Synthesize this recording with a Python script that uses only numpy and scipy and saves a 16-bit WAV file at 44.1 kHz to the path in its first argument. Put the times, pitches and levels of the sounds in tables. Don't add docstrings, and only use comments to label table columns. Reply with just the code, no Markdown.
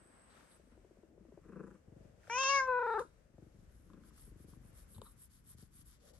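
import sys
import numpy as np
from scipy import signal
from scipy.fft import rfft, irfft, next_fast_len
from scipy.io import wavfile
from scipy.ndimage import uniform_filter1d, map_coordinates

SR = 44100
rng = np.random.default_rng(int(sys.argv[2]) if len(sys.argv) > 2 else 0)


def generate_wav(signal):
    frames = np.transpose(np.atleast_2d(signal))
    scaled = np.clip(frames, -1, 1) * 32767
    pcm = np.round(scaled).astype(np.int16)
    wavfile.write(sys.argv[1], SR, pcm)


def makeup_ratio(level_db):
    decades = np.asarray(level_db, float) / 20
    return 10 ** decades


N = 272979
T = np.arange(N) / SR

# first t/s, last t/s, twitch rate f/Hz, rattle f/Hz
OUT_BREATHS = [
    (1.448, 1.76, 27.3, 170),
    (3.861, 4.22, 28.3, 160),
    (4.905, 5.15, 27.6, 110),
    (5.99, 6.18, 27.5, 150),
]
# f/Hz, left over right level/dB, right leads phase/rad, likeness of near sound
PORTS = [(60, 4, 0, .95), (500, 7, 0, .95), (1200, 3, -.1, .97), (2200, 2, -1, .93), (2900, 3, .3, .8),
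         (3500, 1, 1.7, .85), (4200, 6, 1.3, .85), (4900, 16, -1.4, .7), (5600, 12, -2.9, .8),
         (6400, 6, -2.6, .8), (7000, -2, -1.2, .7), (8000, -1, -.2, .8), (9000, 1, .7, .87),
         (10000, 1, 3, .96), (11000, 1, 4.4, .93), (12000, 0, 6.28, .99)]
# f/Hz, likeness
FAR = [(60, .9), (200, .65), (400, .3), (900, .1), (6000, .1), (9000, .5), (12000, .7)]


def unit(x):
    return x / np.sqrt(np.mean(x ** 2) + 1e-20)


def along(points, x):
    f, *cols = np.transpose(points)
    return np.squeeze([np.interp(np.log(x + 1), np.log(f + 1), c) for c in cols])


def curves(*tables):
    s, *cols = np.concatenate(tables).T
    return [np.interp(T, s, c) for c in cols]


def swell(rows):
    rises = []
    for s, db, rise, fade in rows:
        rises.append(np.interp(T, [s - 4 * abs(rise), s, s + 4 * abs(fade)], [db - 80, db, db - 80]))
    return np.max(rises, 0)


def wobble(rate):
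    return map_coordinates(rng.standard_normal(int(N * rate / SR) + 4), [T * rate])


def filtered(x, response):
    m = next_fast_len(N + SR // 2)
    return irfft(rfft(x, m) * response(np.fft.rfftfreq(m, 1 / SR)), m)[..., :N]


def ring(hz, width):
    return lambda f: 1j * f * width / (hz * hz - f * f + 1j * f * width)


def rush(spectrum, alike, grain_db=0.0):
    pair = rng.standard_normal((2, N)) * makeup_ratio(grain_db * wobble(700))
    closed = [(spectrum[0][0] / 2, -120)] + list(spectrum) + [(spectrum[-1][0] * 1.2, -120)]

    def mid_side(hz):
        turn = np.arccos(np.clip(alike(hz), -1, 1)) / 2
        return makeup_ratio(along(closed, hz)) * [np.cos(turn), np.sin(turn)]
    mid, side = filtered(pair, mid_side)
    return unit(np.array([mid + side, mid - side]))


def add(track, s, x):
    part = track[round(s * SR):][:len(x)]
    part += x[:len(part)]


def thump(top_hz, end_hz, fall, t60, attack=0.0048):
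    t = np.arange(SR // 12) / SR
    hz = end_hz + (top_hz - end_hz) * np.exp(-t / fall)
    swing = np.sin(2 * np.pi * np.cumsum(hz) / SR)
    return swing * makeup_ratio(-60 * t / t60) * (1 - np.exp(-t / attack))


def room(x, wet_db):
    # f/Hz, t60/s
    walls = [(200, 0.047), (1500, 0.21), (8000, 0.043)]
    hz, t, z = signal.stft(rng.standard_normal((2, SR // 3)), SR, nperseg=256)
    tail = signal.istft(z * makeup_ratio(-60 * t / along(walls, hz)[:, None]), SR, nperseg=256)[1]
    tail = tail / np.linalg.norm(tail[0])
    late = np.pad(x, (200, 0))[None]
    return x + makeup_ratio(wet_db) * signal.fftconvolve(late, tail, axes=1)[:, :N]


def background():
    # t/s, level/dB
    grip = [(0, -79.5), (.4, -74), (.8, -71.5), (1.05, -73.5), (1.4, -68), (2.1, -69.5), (2.5, -70),
            (3.0, -67.5), (3.38, -71.5), (3.6, -67), (4.05, -65), (4.5, -65.5), (4.78, -67), (4.88, -66),
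            (5.08, -67), (5.25, -72), (5.6, -66.5), (6.19, -68.5)]
    # strongest t/s, level/dB, time to swell 20 dB /s, to fade 20 dB /s
    shifts = [
        (.4, -72, 0.26, 0.7),
        (2.05, -78.5, 1.8, 0.89),
        (2.3, -70, 0.27, 1.6),
        (4.72, -76, 4.7, 2.3),
    ]
    sniffs = [(0, -63.5, 1., 4.8), (1.13, -63.5, 1.9, 1.3), (1.97, -56.5, 0.34, 0.82),
              (2.6, -62.5, 3.1, 3.4), (3.51, -64.5, 0.26, 0.77), (4.75, -65, 0.88, 0.73),
              (6.06, -56.5, 0.086, 0.22), (6.14, -54, 0.17, 0.061)]
    # f/Hz, level/dB
    rumble_spectrum, hiss_spectrum = [(15, -39), (30, -6), (55, 0), (90, -9), (150, -12), (300, -21),
                                      (700, -45.5)], [(100, 10.5), (300, 13.5), (800, 7), (1500, 10),
                                                      (3000, 1), (5000, -6), (6300, -1), (10000, -4),
                                                      (12500, -10), (13200, -24.5), (15300, -31.5)]
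    nose_spectrum = [(300, -14.0), (480, -1.5), (600, -2.5), (720, -11.5), (900, -17.0)]

    def far(hz):
        return along(FAR, hz)
    rumble_db = curves(grip)[0] + 3 + 1.6 * wobble(9)
    hiss_db = np.maximum(swell(shifts), -82) + 3.5 + 1.2 * wobble(8.7)
    air_db = swell(sniffs) - 11.0 + 0.56 * wobble(15)
    rumble = makeup_ratio(rumble_db) * rush(rumble_spectrum, far)
    hiss = makeup_ratio(hiss_db) * rush(hiss_spectrum, far)
    return rumble + hiss + makeup_ratio(air_db) * rush(nose_spectrum, far)


def cloth():
    # strongest t/s, level/dB, time to swell 20 dB /s, to fade 20 dB /s
    whispers = [
        (0, -73, .1, .6),
        (.24, -74.5, 2., .55),
        (.55, -73, .25, .045),
        (.76, -91, .3, .25),
    ]
    crinkles = [
        (.05, -87.5, 0.18, 2.9),
        (.5, -78.5, .03, 1.1),
        (.72, -92.5, 0.36, 0.11),
    ]
    rubs = [
        (0, -70, .1, 2.8),
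        (.39, -69, 1.3, 0.44),
        (.52, -72, .2, 0.048),
        (.72, -75, 0.069, 0.15),
    ]
    scuffs = [
        (.3, -77.5, .02, 0.42),
        (.52, -75, 0.046, .06),
        (4.95, -71, .01, .05),
        (5.063, -74.5, .04, 0.037),
        (5.09, -84, .03, .04),
    ]
    # f/Hz, level/dB
    rub_spectrum = [(100, -15), (200, 4.5), (500, -6.5), (900, -2.5), (1600, -3), (3000, -15), (7000, -28),
                    (9000, -53)]
    whisper_spectrum = [(7700, -21), (8050, 7.0), (8500, -3), (9100, -12.0)]
    crinkle_spectrum = [(8500, -9), (9300, 10.0), (10800, 7.0), (12300, -11.0)]
    scuff_spectrum = [(2300, -23), (3000, -6.5), (3900, 1.5), (4500, -7.5), (5600, -21)]

    turning = T < .575
    crinkle_db = np.where(turning, swell(crinkles), swell(crinkles[-1:])) + 7
    rub_db = np.where(turning, swell(rubs), swell(rubs[-2:])) + 2.0 + 1.7 * wobble(14)
    whisper = makeup_ratio(swell(whispers)) * rush(whisper_spectrum, lambda hz: 0.69 + 0 * hz, grain_db=-1.5)
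    whisper = whisper * makeup_ratio([[-3.5], [3.5]])
    crinkle = makeup_ratio(crinkle_db) * rush(crinkle_spectrum, lambda hz: 0.5 + 0 * hz, grain_db=3.5)
    rub = makeup_ratio(rub_db) * rush(rub_spectrum, lambda hz: along(FAR, hz), grain_db=0.5)
    scuff = makeup_ratio(swell(scuffs)) * rush(scuff_spectrum, lambda hz: 0.7 + 0 * hz, grain_db=2.0)
    return scuff + whisper + crinkle + rub


def strokes():
    # t/s, share spent speeding up, hiss level/dB, drag level/dB
    to_and_fro = [(3.25, 0.94, -90.5, -85.5), (3.679, 0.095, -84.5, -85), (4.0, 0.78, -75, -76),
                  (4.11, 0.43, -67.5, -72), (4.349, 0.64, -74, -78.5), (4.461, 0.24, -72.5, -74),
                  (4.6, 0.99, -75, -87), (4.715, 0.41, -69, -73.5), (4.868, 0.53, -63, -76.5),
                  (5.006, 0.41, -67.5, -77), (5.152, 0.58, -63.5, -72.5), (5.29, 0.25, -74, -74.5),
                  (5.427, 0.64, -63, -71), (5.561, 0.28, -72, -70), (5.699, 0.7, -66, -70),
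                  (5.841, 0.36, -69, -70.5), (5.989, 0.74, -74, -67), (6.13, 0.1, -75, -73.5)]
    start, share, hiss_db, drag_db = np.transpose(to_and_fro)
    edges = np.append(start, 6.24)
    fastest = start + np.clip(share, .1, .9) * np.diff(edges)
    turns = np.interp(T, np.sort(np.append(edges, fastest)), np.arange(2 * len(start) + 1) / 2)
    speed = np.hypot(np.sin(np.pi * turns), 0.12)
    speed_db = 20 * np.log10(speed) - 60 * (T < start[0])
    hiss_power, drag_power = 1.46, 1.14
    fine_db = np.interp(T, fastest, hiss_db) + hiss_power * speed_db
    return fine_db, np.interp(T, fastest, drag_db) + drag_power * speed_db


def fur():
    # f/Hz, level/dB
    fine_spectrum, drag_spectrum = [(5500, -54), (7000, -10), (8500, -3.5), (9500, 2.5), (10700, 10),
                                    (11800, 0), (12600, -23), (14000, -28), (15500, -51)], [(500, -77), (1000, 1), (1700, -1.5), (2500, -6.5),
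                                                  (3500, -1), (5000, -5.5), (6500, -1.5), (8000, -3.5)]
    fine_db, drag_db = strokes()
    fine_db = fine_db + 4.0 + 1.34 * wobble(30) + 1.04 * wobble(110)
    drag_db = drag_db - 1.0 + 1.37 * wobble(24)
    drag_alike = [(1900, .3), (2600, -.9), (3300, .3)]
    fine = rush(fine_spectrum, lambda hz: along(PORTS, hz)[2], grain_db=1.5)
    drag = rush(drag_spectrum, lambda hz: along(drag_alike, hz), grain_db=2.5)
    return makeup_ratio(fine_db) * fine + makeup_ratio(drag_db) * drag


def nose():
    # strongest t/s, level/dB, time to swell 20 dB /s, to fade 20 dB /s
    nostril_air = [
        (1.5, -90, 0.33, .5),
        (1.69, -83.5, 0.32, 0.2),
        (1.76, -85.5, .2, .08),
    ]
    # f/Hz, level/dB
    nostrils = [(5000, -14), (6200, -3), (7700, 0), (9200, -5), (11000, -3)]
    first, _, rate, _ = OUT_BREATHS[0]
    spurt_db = 5 * np.cos(2 * np.pi * rate * (T - first - .006))
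    return makeup_ratio(swell(nostril_air) + spurt_db) * rush(nostrils, lambda hz: 0.25 + 0 * hz)


def murmur():
    # strongest t/s, level/dB, time to swell 20 dB /s, to fade 20 dB /s
    loose = [(.8, -74, .5, 1), (1.2, -68, 0.63, 0.27), (1.6, -60.5, .3, 0.21), (2.55, -71.5, .3, 0.98),
             (3.02, -66.5, 0.12, 0.17), (3.45, -77, 0.21, 0.74), (3.95, -72.5, 0.28, 0.17),
             (4.45, -78, 0.34, 0.67)]
    exhales = [
        (1.6, -75.5, 0.5, 0.24),
        (1.755, -75, 0.044, 0.061),
        (3.95, -82.5, 0.1, 0.41),
    ]
    # f/Hz, level/dB
    fold_spectrum = [(90, -16.5), (150, 2), (300, 4), (550, -7.5), (720, -18.5), (900, -26)]
    air_spectrum = [(800, -12.5), (1100, 4), (1600, -1), (2100, -7.5), (2600, -10.5), (3000, -20)]
    folds = makeup_ratio(swell(loose) + 0.83 * wobble(60)) * rush(fold_spectrum, np.ones_like)[0]
    return folds + makeup_ratio(swell(exhales) + 3.1 * wobble(90)) * rush(air_spectrum, np.ones_like)[0]


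def smacks():
    # t/s, plop level/dB, plop f/Hz, tick level/dB
    clicks = [(.408, -58, 1500, -80), (0.428, -59, 325, -101), (2.233, -59, 1720, -82),
              (2.242, -59, 1480, -79), (2.272, -51, 1400, -75), (2.278, -47.5, 610, -74),
              (2.279, -64, 5050, -99), (2.272, -57, 1950, -99), (2.298, -35.5, 1590, -64),
              (2.3868, -46, 2540, -42), (2.3842, -51, 6300, -99), (2.3846, -56, 4570, -99),
              (2.437, -59, 2100, -44.5), (2.436, -52, 5930, -99), (2.4363, -54, 4300, -99),
              (2.675, -41, 1136, -62.5), (2.994, -52, 1506, -55), (3.002, -47.5, 330, -80),
              (3.005, -52, 1570, -80), (3.018, -52, 1310, -82), (3.024, -53, 1490, -80),
              (3.002, -57, 188, -88.5), (3.05, -49.5, 420, -90), (3.062, -62, 330, -90),
              (3.382, -50.5, 543, -87.5), (3.382, -69.5, 1300, -97), (3.901, -54.5, 1100, -73),
              (3.934, -58, 1100, -67), (4.036, -59, 1340, -71), (4.108, -62, 1150, -90),
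              (4.178, -61, 1230, -90), (4.535, -57, 1070, -93), (4.947, -84.5, 1295, -64),
              (4.963, -49, 105, -75), (4.985, -46.5, 115, -90), (4.982, -53.5, 920, -60),
              (5.017, -44.5, 1040, -51.5), (5.017, -43, 500, -99), (5.0175, -61, 3630, -99),
              (5.0163, -59, 8150, -99), (4.982, -65, 3500, -99), (5.065, -58, 1190, -82),
              (5.549, -56.5, 142, -99)]
    # strongest t/s, level/dB, time to swell 20 dB /s, to fade 20 dB /s
    whistles = [
        (2.87, -68.5, .06, .2),
        (2.93, -65.5, .15, 0.097),
        (2.97, -75, .1, 0.034),
    ]
    tongue = [
        (4.95, -78, 0.012, .04),
        (4.962, -76, 0.018, 0.043),
        (5.063, -63.5, 0.028, 0.036),
        (5.085, -72, 0.037, 0.06),
        (5.12, -80, 0.049, 0.049),
    ]
    puffs = [
        (2.673, -64.5, .004, 0.011),
        (2.995, -57.5, 0.012, 0.025),
        (3.01, -62, 0.051, 0.075),
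        (3.05, -78.5, 0.13, 0.1),
    ]
    # f/Hz, level/dB
    gap, wet, lips = [(3300, -18), (3800, 6), (4300, -13), (7500, -21), (8600, -17), (10000, -9.5),
                      (11500, -22)], [(700, -17.5), (1100, 4), (1500, -8), (2000, -26), (3200, -25.5),
                                   (3850, -5), (4400, -23)], [(1500, -13.5), (3100, -16.5), (3850, -4.5),
                                                       (4500, -11.5), (6800, -6), (8300, -12), (10200, 5.5),
                                                       (11800, -21)]

    plops, ticks = np.zeros((2, N))
    t = T[:500]
    for s, plop_db, hz, tick_db in clicks:
        attack = min(.0006 + .7 / hz, .0022)
        add(plops, s, makeup_ratio(plop_db + 7) * thump(1.2 * hz, .8 * hz, .003, .007 + 6 / hz, attack=attack))
        burst = rng.standard_normal(500) + 4 * (t == 0)
        add(ticks, s, makeup_ratio(tick_db + 8 - 60 * t / .012) * burst)

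    def mouth(f):
        low, middle = 0.28 * ring(1400, 800)(f), 1.8 * ring(3500, 1000)(f) ** 2
        high = 0.83 * ring(7500, 2600)(f) ** 3
        return (low - middle + high) / (1 + (f / 9000) ** 6)
    whistle = makeup_ratio(swell(whistles)) * rush(gap, np.ones_like, grain_db=-1.0)[0]
    licks = makeup_ratio(swell(tongue)) * rush(wet, np.ones_like, grain_db=3.5)[0]
    puff = makeup_ratio(swell(puffs)) * rush(lips, np.ones_like, grain_db=2.0)[0]
    return plops + filtered(ticks, mouth) + whistle + licks + puff


def mew():
    # t/s, pitch f/Hz, level/dB, mouth resonance f/Hz
    opening, shut = [(2.297, 451, -43, 2190), (2.38, 517.2, -36, 2500), (2.412, 539, -35, 2800),
                     (2.445, 532.3, -34.5, 2628), (2.49, 546.8, -32.5, 2750), (2.54, 557, -33, 2370),
                     (2.58, 546.8, -31.5, 2160), (2.615, 525.7, -35.5, 1626), (2.672, 514.3, -42, 1440)], [(2.688, 511.5, -35.5, 1400), (2.714, 508, -37, 1400),
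                                       (2.742, 491.4, -37.5, 1400), (2.815, 500.5, -38, 1400),
                                       (2.895, 479.5, -38, 1400), (2.974, 444.7, -38.5, 1400),
                                       (2.994, 432, -53, 1270), (3.004, 528.4, -48.5, 1100),
                                       (3.024, 513, -54.5, 1222), (3.05, 476, -89, 1100)]
    gape = [(1100, 8, -23, -34), (1270, 16.5, 19, -32), (1400, -1.5, -6.5, -57), (1480, -9, -12.5, -30),
            (1800, -12.5, 1.5, -24), (2140, -11, -4, -22.5), (2500, -11.5, -4, -15.5),
            (2750, -11, -5, -14.5)]
    # t/s, pitch drop 0-1
    twitches = [(2.792, 0.08), (2.828, 0.15), (2.866, 0.19), (2.901, 0.15), (2.94, 0.18), (2.979, 0.22),
                (3.015, 0.2)]
    # number, level/dB re second
    skirt = [(2, 0), (3, -9), (4, -35.5), (5, -29.5), (6, -53), (7, -43.5), (8, -39.5), (9, -51),
             (12, -62.5), (24, -70)]
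    # f/Hz, level/dB
    teeth_response = [(3000, -29), (3500, -0.5), (4500, -8), (5200, -3), (6000, 3.5), (7000, -7.5),
                      (7700, -25), (8600, -29.5), (10500, -22.5), (12000, -58)]
    # t/s, level/dB
    cheek = [(2.3, -68.5), (2.335, -47.5), (2.36, -64), (2.4, -51.5), (2.47, -53.5), (2.53, -64.5),
             (2.56, -56.5), (2.6, -76.5), (2.67, -83)]
    # t/s, hollow f/Hz, width f/Hz, depth level/dB, brightness level/dB
    tongue = [(2.3, 3950, 1100, 27.5, 0.5), (2.36, 4270, 900, 18.5, 1.5), (2.39, 3860, 650, 11, -0.5),
              (2.43, 4800, 650, 6.5, 2.5), (2.47, 5000, 650, 8.5, 2.5), (2.526, 6560, 650, 4.5, -2),
              (2.56, 4850, 650, 1, 3.5), (2.59, 3700, 650, 19, 2.5), (2.66, 4167, 654, 17, -2.5)]
    # t/s, share of a cycle skipped
    catches = [
        (2.384, .07),
        (2.436, .09),
    ]
    top_hz = 12000

    pitch, second_db, mouth_hz = curves(opening, shut)
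    first_db, mouth_db, teeth_db = second_db + along(gape, mouth_hz)
    sag = sum(drop * (T > s) * np.exp(-np.abs(T - s) / .0105) for s, drop in twitches)
    sag = uniform_filter1d(uniform_filter1d(sag, size=200), size=70)
    start, end = opening[0][0], shut[-1][0]
    on = slice(round(start * SR), round(end * SR))
    t = T[on]
    hz = (pitch * (1 - sag + .0035 * wobble(120) + .004 * wobble(450)))[on]
    k = np.arange(1, 25)[:, None]

    body = makeup_ratio(second_db[on] + along(skirt, k)[:, None])
    body[0] = makeup_ratio(first_db[on])
    body[3] *= makeup_ratio(10 * np.clip((t - 2.77) / .1, 0, 1))
    mouth = makeup_ratio(mouth_db[on] - 5.3 * ((k * hz - mouth_hz[on]) / 300) ** 2)
    is_open = t < cheek[-1][0]
    cheek_hz = np.where(is_open, 3050, 2500)
    cheek_db = np.where(is_open, curves(cheek)[0][on], second_db[on] - 32.5)
    mouth = mouth + makeup_ratio(cheek_db - 12.0 * ((k * hz - cheek_hz) / 280) ** 2)

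    hollow_hz, wide_hz, hollow_db, bright_db = [c[on] for c in curves(tongue)]
    tongue_db = bright_db - hollow_db * np.exp(-((k * hz - hollow_hz) / wide_hz) ** 2)
    knots = np.broadcast_arrays(k, 40 * (t - start))
    shift_db = 2.5 * map_coordinates(rng.standard_normal((25, 40)), knots, order=1)
    teeth = makeup_ratio(teeth_db[on] + tongue_db + along(teeth_response, k * hz) + shift_db) * (k > 5)

    skipped = sum(share * (1 + np.tanh((t - s) * 2 / .0016)) / 2 for s, share in catches)
    phase = k * 2 * np.pi * (np.cumsum(hz) / SR + skipped) - .1 * k * k
    partials = np.sum((body + mouth + teeth) * np.cos(phase), 0)
    call = np.zeros(N)
    call[on] = np.sqrt(2) * partials * makeup_ratio(-28 * sag[on]) * np.minimum((t - start) / 0.0027, 1)

    breathy = rng.standard_normal(N) * makeup_ratio(-22.5 + 60 * sag) * np.abs(call)
    hissy = rng.standard_normal(N) * makeup_ratio(teeth_db + 6.5 + 2.5 * wobble(150)) * (T > start) * (T < end)

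    def past_teeth(f):
        tilt_db = 7.7 * (f > 7500) - 3.5 * (f < 5000)
        return makeup_ratio(along(teeth_response, f) + tilt_db) * (f > 2500) * (f < top_hz)
    voice = call + filtered(breathy, lambda f: ring(1400, 2000)(f) ** 3)
    return filtered(voice, lambda f: f < top_hz) + filtered(hissy, past_teeth)


def purr_in():
    # first t/s, last t/s, twitch rate f/Hz
    breaths = [(.012, .56, 24.5), (1.877, 2.19, 23.4), (3.256, 3.48, 24.1), (3.545, 3.65, 24.6),
               (3.706, 3.8, 23.5), (4.274, 4.5, 23.9), (4.528, 4.75, 25), (5.426, 5.64, 25.0),
               (5.706, 5.95, 24.5)]
    # strongest t/s, chest level/dB, swell rate dB/s, fade rate dB/s, throat level/dB re chest
    effort = [(.04, -68.5, 76, 59, 5.5), (1.93, -55, 69, 41, -2.5), (3.401, -56, 112, 63.5, -0.5),
              (3.58, -61, 41.5, 60.5, -5.5), (3.75, -68, 76, 58, -3), (4.4, -57, 36, 30, -2),
              (4.53, -58, 76, 27, -8.5), (5.62, -56.5, 82, 29.5, -7.5), (5.75, -66, 73.5, 57, -22.5)]
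    chest, throat, slush = np.zeros((3, N))
    t = T[:2000]
    for (first, last, rate), (peak, db, rise, fade, throat_db) in zip(breaths, effort):
        for s in np.arange(first, last, 1 / rate):
            late, size, tone = rng.standard_normal(3)
            under = max(rise * (peak - s), fade * (s - peak))
            low = thump(334, 70 * makeup_ratio(tone), 0.0061, 0.072, attack=0.0059)
            add(chest, s + 0.0009 * abs(late), makeup_ratio(db - under + 0.94 * size) * low)
            high_db = db + throat_db - 1.64 * under + 1.2 * size
            high = thump(448, 290 * makeup_ratio(tone), 0.0045, 0.047)
            add(throat, s + 0.00087 * abs(late), makeup_ratio(high_db) * high)
            wet = np.minimum(t / 0.012, 1) * rng.standard_normal(2000)
            add(slush, s, makeup_ratio(db - under - 60 * t / 0.037) * wet)
    return chest + makeup_ratio(-0.5) * throat + makeup_ratio(3.0) * filtered(slush, lambda f: ring(330, 450)(f) ** 2)


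def purr_out():
    # strongest t/s, chest level/dB, fade rate dB/s, throat level/dB re chest
    effort = [
        (1.579, -43, 90, -2.5),
        (3.936, -52.5, 73, -11),
        (4.993, -54.5, 294, -6.5),
        (6.06, -70, 38.5, -11),
    ]
    mouth_levels = [
        -22,
        -27,
        -41,
        -36,
    ]
    chest, throat, taps = np.zeros((3, N))
    t = T[:1200]
    for breath, (peak, db, fade, throat_db), mouth_db in zip(OUT_BREATHS, effort, mouth_levels):
        first, last, rate, rattle_hz = breath
        for s in np.arange(first, last, 1 / rate):
            under = max(111 * (peak - s), fade * (s - peak))
            edge_db = 7 * (min(s - first, last - s) < .03)
            for k, (late, size) in enumerate(rng.standard_normal((4, 2))):
                at = s + (k + .08 * late) / rattle_hz
                gain = makeup_ratio(db + 1.2 * size - 2.3 * (k - 1.2) ** 2)
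                low = thump(236, 1.27 * rattle_hz * makeup_ratio(0.27 * late), 0.0083, 0.038, attack=0.0022)
                add(chest, at + 0.00302, 0.57 * gain * makeup_ratio(-under) * low)
                high = thump(573, 420 * makeup_ratio(1.04 * size), 0.0013, 0.037, attack=0.0055)
                add(throat, at + 0.00214, 0.61 * gain * makeup_ratio(throat_db - under) * high)
                tap_db = mouth_db - 0.69 * under - edge_db + 1.6 * (k < 1) - 10 * (k > 2)
                tap = 2.56 * thump(1490, 1300 * makeup_ratio(0.82 * late), 0.0011, 0.0042, attack=0.00039)[:1200]
                tap = tap + 1.1 * makeup_ratio(-60 * t / 0.028) * rng.standard_normal(1200)
                add(taps, at, gain * makeup_ratio(tap_db) * tap)

    def mouth(f):
        low, middle = 0.28 * ring(1050, 700)(f) ** 2, 0.081 * ring(1700, 800)(f) ** 2
        return low - middle - 0.053 * ring(2550, 500)(f) ** 3
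    return chest + makeup_ratio(-0.5) * throat + makeup_ratio(17.5) * filtered(taps, mouth)


def slow_twitches():
    # t/s, peak level/dB, throat f/Hz
    singles = [(0.596, -55, 378), (0.635, -56.5, 204), (0.672, -54.5, 231), (0.72, -50.5, 229),
               (0.775, -54.5, 370), (0.846, -52, 379), (0.909, -51, 368), (0.97, -55, 384),
               (0.985, -52, 201), (1.032, -49.5, 370), (1.122, -58, 287), (1.178, -50.5, 362),
               (1.207, -48.5, 197), (1.25, -51.5, 360), (1.285, -49.5, 250), (1.321, -48, 376),
               (1.339, -50, 176), (1.374, -45.5, 356), (1.416, -56, 150)]
    slow = np.zeros(N)
    for s, db, hz in singles:
        late, size, tone = rng.standard_normal(3)
        slap = thump(hz * 2.29, hz * 0.967, 0.0014, 0.038, attack=0.0037)
        click = thump(hz * 2.1, hz * 1.55, 0.002, 0.013, attack=0.0012)
        rebound = thump(hz * 0.995, hz * 0.94 * makeup_ratio(tone), 0.0055, 0.035)
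        add(slow, s, makeup_ratio(db + 4.5) * slap)
        add(slow, s + .002, makeup_ratio(db - 1.5 + 2 * tone) * click)
        add(slow, s + 0.00794 + 0.0018 * late, makeup_ratio(db - 1.5 + 2 * size) * rebound)
    return slow


def purr():
    return makeup_ratio(14.5) * (purr_in() + purr_out()) + slow_twitches()


def scene():
    beside = background() + cloth() + fur()
    voice = room(mew() + smacks(), wet_db=-16.0)
    return beside + nose() + voice + room(purr() + murmur(), wet_db=-12.5)


def top_cut(x):
    return signal.sosfilt(signal.butter(12, 15350, fs=SR, output="sos"), x)


def record(dry):
    def ports(hz):
        side_db, lead, _ = along(PORTS, hz)
        level = makeup_ratio(side_db * [[.5], [-.5]]) * (hz < 15350)
        return level * np.exp(1j * lead * [[-.5], [.5]])
    return top_cut(filtered(dry, ports))


dry = scene()
out = record(dry)
generate_wav(out)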